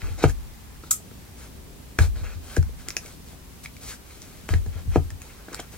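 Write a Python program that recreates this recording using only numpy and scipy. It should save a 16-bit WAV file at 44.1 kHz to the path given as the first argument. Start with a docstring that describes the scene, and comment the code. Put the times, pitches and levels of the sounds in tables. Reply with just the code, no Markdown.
"""In a small quiet room, paper memo pads are slid off a stack and laid on a wooden desk
under a phone with two microphone ports. Card ticks as short damped tones with a noise crack, sheets rub
as noise through wavering resonances, and a plastic sleeve snaps off the thumb as a brief noise scrape.
The desk top knocks as pushed decaying modes and its frame booms into the phone stand.
Low rumble and microphone hiss are shaped noise behind it all."""
import sys
import numpy as np
from scipy import signal
from scipy.fft import rfft, irfft
from scipy.io import wavfile
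from scipy.ndimage import uniform_filter1d

SR = 44100
rng = np.random.default_rng(int(sys.argv[2]) if len(sys.argv) > 2 else 0)


def dump_mix(stems):
    """Bounce the given channels to the path in sys.argv[1] as a 16-bit WAV at rate SR."""
    frames = np.atleast_2d(stems).T  # one column per channel
    limited = np.clip(frames, -1, 1)  # hard clip at full scale
    pcm = np.round(limited * 32767).astype(np.int16)
    wavfile.write(sys.argv[1], SR, pcm)


N = 254456
T = np.arange(N) / SR  # time [s]

# Levels below are source levels, before port balance, room and recording.
# Each pan_db is the left port's level minus the right's.

# Noise spectrum of rumble and hiss: pitch_hz [Hz], density_db [dB per Hz, relative]
AIR_SPECTRUM = [(13, -18), (22, -16), (59, -4.5), (136, -13), (270, -15), (347, -22), (398, -18),
                (432, -23), (585, -25), (636, -27.5), (771, -27), (1100, -29), (1410, -31), (16000, -36.5)]
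# Likeness of the two ports in the quiet: pitch_hz [Hz], likeness [0-1]
PORT_LIKENESS = [(40, 0.85), (200, 0.42), (700, 0.08), (2500, 0.1), (6000, 0.03)]
# Bands of the wavering background: low_hz [Hz], high_hz [Hz], waver_db [dB rms]
AIR_WAVER = [(0, 90, 1.5), (90, 250, 1.5), (250, 700, 1.2), (700, 2500, 0.8), (2500, SR, 0.4)]
AIR_DB, AIR_PAN_DB = -45, 0.63  # rms of the mean of both ports before panning

# Desk frame modes: pitch_hz [Hz], level_db [dB], t60_s [s], pan_db [dB], right_lag_rad [rad]
FRAME_MODES = [(83.6, 8.5, 0.19, 7.5, 1.2), (63.65, -10.5, 0.6, -9, 0.17), (138.3, 4.5, 0.13, 12.5, 0.3),
               (32.7, -8, 0.68, -1.5, 0.62), (48.1, 2, 0.63, 5, 3.6)]
# Weight shifting on the frame: start_s [s], level_db [dB], third_mode_db [dB], slow_sway_db [dB]
FRAME_THUMPS = [(0.027, -33.5, -10, 10), (0.103, -30, -13, 3), (0.243, -17, 2.8, -2),
                (1.986, -20, -8, -1.5), (2.002, -12, -14, -15), (2.071, -36, -13, 11.5),
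                (2.16, -35, -20, -1), (2.211, -32, -19, 6), (2.355, -34, -10, -14), (2.58, -14.5, -5.5, -9),
                (4.505, -22, -7.5, 4.5), (4.544, -17.5, -11.5, -21), (4.668, -28.5, -8, -9),
                (4.755, -30.5, -26, -14), (4.858, -31.5, -2.5, 1), (4.874, -24, -14, 3),
                (4.967, -18, -1, -9), (5.041, -33, -12, -16), (5.12, -33.5, -10, -20)]
FRAME_RISE_S = 0.0042

# Desk top modes: pitch_hz [Hz], level_db [dB], t60_s [s]
DESK_TOP_MODES = [(287, -4.5, 0.127), (350, 9, 0.05), (451, 14, 0.025), (517, -26, 0.0093), (636, 6, 0.031),
                  (706.4, 2.5, 0.068), (783, 1, 0.066), (923, 6, 0.019), (1230, -1, 0.053),
                  (1600, 4.5, 0.011), (2340, 5, 0.016)]
# Pads landing on the desk top: start_s [s], peak_db [dB], upper_modes_db [dB]
DESK_KNOCKS = [(0.084, -32, -19), (0.2396, 1.5, -4), (0.836, -33, -18), (1.003, -37, 6),
               (1.115, -36.5, -11), (1.9883, -10, 1.5), (2.571, -13, -37), (2.693, -35, -5),
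               (2.884, -32, -6), (2.966, -25.5, 2), (3.05, -33.5, -9), (3.331, -34, 4), (4.4905, -21, 3),
               (4.535, -18, -7), (4.662, -29, 1), (4.9592, -0.5, -6), (5.4833, -27.5, 3),
               (5.518, -30.5, -20), (5.596, -25, 12)]
PUSH_S, PUSH_DROP_PER_DB = 0.000075, 0.03  # time constant at 0 dB; softer landings push longer

# Resonances of the rubbed sheet: pitch_hz [Hz], width_hz [Hz], level_db [dB]
SHEET_RESONANCES = [(1520, 670, 8.5), (2243, 970, 10.5), (3150, 390, 2.5), (3900, 1200, 6.5),
                    (5500, 3600, 6.5)]
# Treble resonances of the rubbed sheet: pitch_hz [Hz], width_hz [Hz], level_db [dB]
HISS_RESONANCES = [(6100, 7400, 24.5), (7670, 3000, 15.5), (9800, 3400, 16), (13600, 2200, -4)]
# Resonances of the pad below 1 kHz: pitch_hz [Hz], width_hz [Hz], level_db [dB]
PAD_RESONANCES = [(386, 480, 16.5), (670, 710, -4.0)]
# Sheets sliding over each other:
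# start_s [s], length_s [s], peak_place [0-1], level_db [dB], hiss_db [dB against the sheet]
SHEET_SLIDES = [(0, 0.22, 0, -48, -6), (0.172, 0.1, 0.77, -37.5, -17), (0.222, 0.025, 0.4, -36, 3),
                (0.267, 0.053, 0.44, -43, 4.5), (0.817, 0.098, 0.4, -53.5, -2), (1.35, 0.14, .6, -52, 2),
                (1.984, 0.1, 0, -36.5, -0.5), (2.153, 0.1, 0.08, -48.5, -5), (2.232, 0.15, 0.1, -46, -23),
                (2.407, 0.182, 1, -45, 2), (2.774, 0.1, 0.28, -53, 0), (2.854, 0.14, 0.2, -50.5, -6),
                (2.993, 0.18, 0.22, -52.5, 4), (3.24, 0.13, 0.45, -58, 6), (3.63, 0.027, 0.5, -54, 13),
                (3.796, 0.18, 0.47, -48, 7.5), (4.044, 0.68, 0.05, -56.5, 3), (4.483, 0.11, 0, -41, -3.5),
                (4.707, 0.13, 0.54, -50.5, -16), (4.901, 0.087, 0.64, -43, -12),
                (5.184, 0.35, 0.22, -56, 1), (5.482, 0.21, 0.28, -50, -17), (5.523, 0.025, 0.5, -46, -7),
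                (5.588, 0.019, 0.77, -37.5, -15), (5.707, 0.077, 0.44, -51.5, 1.5)]
PAD_DB, SLIDE_PAN_DB = -3.5, 1.4  # pad against sheet; port balance

# Plastic sleeve snapping off the thumb: level_db [dB], pan_db [dB], rustle_db [dB], rustle_t60_s [s]
SLEEVE_SNAP = (-14, 2, -3.5, 0.1537)
# Resonances of the sleeve: pitch_hz [Hz], width_hz [Hz], level_db [dB]
SLEEVE_RESONANCES = [(7630, 2550, 6.5), (9160, 1700, -3), (12200, 2200, 1), (5430, 3600, -13),
                     (1270, 200, -13.5), (2320, 260, -18.5)]
SNAP_S, SNAP_LENGTH_S = 0.9066, 0.0116

# Edges and nails on card:
# start_s [s], card_peak_db [dB], pitch_hz [Hz], cycles_to_fade_60_db [cycles], crack_peak_db [dB]
CARD_TICKS = [(0.0182, -26.5, 2010, 11, -51), (0.2394, -14.5, 1440, 32, -34), (0.2963, -32, 1700, 27, -26),
              (0.836, -36, 1330, 33, -52), (1.1122, -37.5, 1370, 11, -60), (1.9883, -6, 1610, 13, -18),
              (2.5647, -18.5, 1595, 38, -21.5), (2.6276, -32, 1490, 18, -31),
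              (2.8855, -25, 2180, 14.5, -15), (2.9045, -27, 2380, 14, -17.5),
              (2.9674, -13, 2530, 18.5, -8.5), (3.0594, -36, 2230, 42, -31), (3.6505, -33, 2000, 12, -33),
              (3.6585, -23, 2270, 27.5, -52), (3.7662, -34, 2300, 28, -37), (4.2184, -45, 2150, 31, -29),
              (4.49, -16.5, 1580, 5, -25), (4.5386, -16, 1770, 14, -37), (4.662, -41, 1700, 24, -35),
              (4.9589, -27, 1430, 15, -30), (5.1036, -30, 1780, 21.5, -30), (5.218, -34.5, 2440, 18, -28.5),
              (5.4847, -32.5, 1500, 18, -47), (5.53, -40, 1500, 20, -27), (5.5452, -25, 1450, 16, -17.5),
              (5.5915, -32, 2170, 43, -38), (5.6, -40, 2210, 40, -23)]
CRACK_HZ, TICK_PAN_DB = 6370, 0.8
TICK_RISE_SHARE = 0.087  # rise against ring time: a glancing touch comes on slowly and rings long

ROOM_T60_S, ROOM_RISE_S, ROOM_DB = 0.12, 0.0055, -9
ROOM_HZ, ROOM_WIDE_HZ = 15400, 900  # treble cut-off; the ports differ above the second
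PORT_LAG_S = 4.8e-5
LOW_HZ, TOP_HZ = 20, 15800  # recording band edges


def undb(db):
    """Logarithmic level: decibels become an amplitude ratio."""
    return 10 ** (np.asarray(db) / 20)


def unit(x):
    """Power normalisation: scale to rms 1."""
    return x / np.sqrt(np.mean(x ** 2))


def crest(x):
    """Peak normalisation: scale to peak 1."""
    return x / np.max(np.abs(x))


def band(x, hz, width):
    """Simple resonance: a second-order peak passes its centre at gain 1."""
    return signal.lfilter(*signal.iirpeak(hz, hz / width, SR), x)


def ring(modes, seconds, gains):
    """Free modal decay: each mode sounds at its own pitch and dies away exponentially."""
    t = T[:int(seconds * SR)]
    out = np.zeros(len(t))
    for (hz, db, t60), gain in zip(modes, gains):
        out += gain * undb(db - 60 * t / t60) * np.sin(2 * np.pi * hz * t)
    return out


def walk(rate):
    """Slow random modulation: levels held 1 / rate s are smoothed twice and scaled to rms 1."""
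    hold = int(SR / rate)
    steps = np.repeat(rng.standard_normal(N // hold + 1), hold)
    smooth = uniform_filter1d(uniform_filter1d(steps, hold), hold)
    return unit(smooth[:N])


def balance(pan_db):
    """Level difference: half the decibels raise the left port and half lower the right."""
    return undb(np.array([[pan_db], [-pan_db]]) / 2)


def add(out, s, x, pan_db):
    """Superposition: a sound starting at s seconds is summed into both ports."""
    i = max(int(s * SR), 0)
    x = x[..., :N - i]
    out[:, i:i + x.shape[-1]] += x * balance(pan_db)


def air():
    """Partly coherent noise: building rumble, wavering in the bass, and smooth microphone hiss."""
    out = np.zeros((2, N))
    hz = np.fft.rfftfreq(N, 1 / SR) + 1  # 1 Hz offset keeps the logarithm finite
    knots_hz, knots_db = np.array(AIR_SPECTRUM).T
    colour = undb(np.interp(np.log(hz), np.log(knots_hz), knots_db))
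    alike_hz, likeness = np.array(PORT_LIKENESS).T
    alike = np.interp(np.log(hz), np.log(alike_hz), likeness)
    # the mid-to-side power ratio sets how alike the ports are
    mid, side = rfft(rng.standard_normal((2, N))) * colour * np.sqrt([1 + alike, 1 - alike])
    both = np.array([mid + side, mid - side])
    for low_hz, high_hz, waver_db in AIR_WAVER:
        inside = (hz >= low_hz) & (hz < high_hz)
        out += irfft(both * inside, N) * undb(waver_db * walk(7.5))
    mean_rms = np.sqrt(np.mean(out.mean(0) ** 2))
    return out / mean_rms * undb(AIR_DB) * balance(AIR_PAN_DB)


def room(x):
    """Diffuse reverberation: a short noise tail, alike at the ports in the bass, unlike in the treble."""
    t = T[:SR // 2]
    envelope = undb(-60 * t / ROOM_T60_S) * np.clip(t / ROOM_RISE_S, 0, 1)
    mid, side = rng.standard_normal((2, len(t))) * envelope
    side = signal.lfilter(*signal.butter(1, ROOM_WIDE_HZ, "high", fs=SR), side)
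    tail = signal.lfilter(*signal.butter(1, ROOM_HZ, fs=SR), [mid + side, mid - side])
    tail = tail / np.sqrt(np.sum(tail ** 2, 1, keepdims=True))
    return signal.fftconvolve(x, tail, axes=1)[:, :N] * undb(ROOM_DB)


def thumps():
    """Structure-borne resonance: the loaded frame booms through the stand, unevenly at the ports."""
    out, t = np.zeros((2, N)), T[:SR]
    rise = 1 - np.exp(-(t / FRAME_RISE_S) ** 2)
    for s, db, third_db, sway_db in FRAME_THUMPS:
        shares_db = [0, 0, third_db, sway_db, sway_db]
        for (hz, mode_db, t60, pan_db, lag), share_db in zip(FRAME_MODES, shares_db):
            phase = 2 * np.pi * hz * t - np.array([[0], [lag]])
            decay = undb(db + mode_db + share_db - 60 * t / t60)
            add(out, s, decay * rise * np.cos(phase), pan_db)
    return out


def knocks():
    """Modal excitation: a quick, slowly released push rings modes weighted anew by each landing spot."""
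    out = np.zeros((2, N))
    upper = np.array(DESK_TOP_MODES)[:, 0] > 520
    spots = rng.standard_normal((len(DESK_KNOCKS), len(DESK_TOP_MODES)))
    for (s, db, upper_db), spot in zip(DESK_KNOCKS, spots):
        contact = T[:200] / (PUSH_S * np.exp(-PUSH_DROP_PER_DB * db))
        push = contact * np.exp(-contact)
        weights = undb(1.5 * spot + upper_db * upper)
        knock = np.convolve(ring(DESK_TOP_MODES, 0.2, weights), push)
        add(out, s, undb(db) * crest(knock), 0.8)
    # the board is small against long waves and radiates little below its first modes
    return signal.lfilter(*signal.butter(2, 230, "high", fs=SR), out)


def grip(modes):
    """Stick-slip friction: dense uneven slips drive resonances that waver with the patchy contact."""
    slips = rng.standard_normal(N) * undb(2.6 * rng.exponential(size=N))
    rub = np.zeros(N)
    for hz, width, db in modes:
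        tone = unit(band(band(slips, hz, width), hz, 2 * width))
        rub += undb(db + 2.5 * walk(40)) * tone
    return unit(rub)


def slides():
    """Sliding friction: each rub swells and fades with the speed of the sheet."""
    out = np.zeros((2, N))
    sheet, hiss, pad = grip(SHEET_RESONANCES), grip(HISS_RESONANCES), grip(PAD_RESONANCES)
    sheet = sheet + undb(PAD_DB) * pad
    for s, length, peak, db, hiss_db in SHEET_SLIDES:
        i = max(int(s * SR), 0)
        t = T[:int(length * SR)][:N - i]
        place = np.clip(peak, 0.05, 0.95)
        speed = np.sin(np.pi / 2 * np.interp(t / length, [0, place, 1], [0, 1, 0]))
        part = slice(i, i + len(t))
        rub = sheet[part] + undb(hiss_db) * hiss[part]
        add(out, s, undb(db) * speed * rub, SLIDE_PAN_DB)
    return out


def snap():
    """Resonant friction: a dense scrape excites the sleeve, which rustles on unalike at the ports."""
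    db, pan_db, rustle_db, rustle_t60 = SLEEVE_SNAP
    out, t = np.zeros((2, N)), T[:SR // 4]
    noise = rng.standard_normal((3, len(t)))
    colour = np.zeros_like(noise)
    for hz, width, mode_db in SLEEVE_RESONANCES:
        colour += undb(mode_db) * unit(band(band(noise, hz, width), hz, width))
    rise = np.clip(t / 0.004, 0, 1) ** 2
    scrape = colour[0] * np.clip((SNAP_LENGTH_S - t) / 0.0015, 0, 1)
    rustle = colour[1:] * undb(rustle_db - 60 * t / rustle_t60)
    add(out, SNAP_S, undb(db) * rise * (scrape + rustle) / np.std(colour), pan_db)
    return out


def ticks():
    """Damped impact: a click rings the stiff card, and a shorter splinter of noise carries the treble."""
    out, t = np.zeros((2, N)), T[:2048]
    noises = rng.standard_normal((len(CARD_TICKS), len(t)))
    for (s, db, hz, cycles, crack_db), noise in zip(CARD_TICKS, noises):
        age = t * hz / cycles  # 1 when the card has faded by 60 dB
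        rise, fade = np.clip(age / TICK_RISE_SHARE, 0, 1), undb(-60 * age)
        rough = 0.48 * unit(band(noise, hz, 0.98 * hz))
        card = rise * fade * (np.sin(2 * np.pi * hz * t) + rough)
        splinter = band(band(noise, CRACK_HZ, 3800), CRACK_HZ, 12700)
        crack = rise * fade ** 2 * splinter
        add(out, s, undb(db) * crest(card) + undb(crack_db) * crest(crack), TICK_PAN_DB)
    return out


def scene():
    """Propagation delay: airborne sound reaches the right port later; the boom comes through the stand."""
    near = knocks() + slides() + snap() + ticks()
    near += room(near)
    hz = np.fft.rfftfreq(N, 1 / SR)
    near[1] = irfft(rfft(near[1]) * np.exp(-2j * np.pi * hz * PORT_LAG_S), N)
    return air() + thumps() + near


def record(dry):
    """Band limiting: the phone drops the deepest bass and cuts the top steeply."""
    dry = signal.sosfilt(signal.butter(2, LOW_HZ, "high", fs=SR, output="sos"), dry)
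    return signal.sosfilt(signal.ellip(8, 0.2, 70, TOP_HZ, fs=SR, output="sos"), dry)


dry = scene()
out = record(dry)
dump_mix(out)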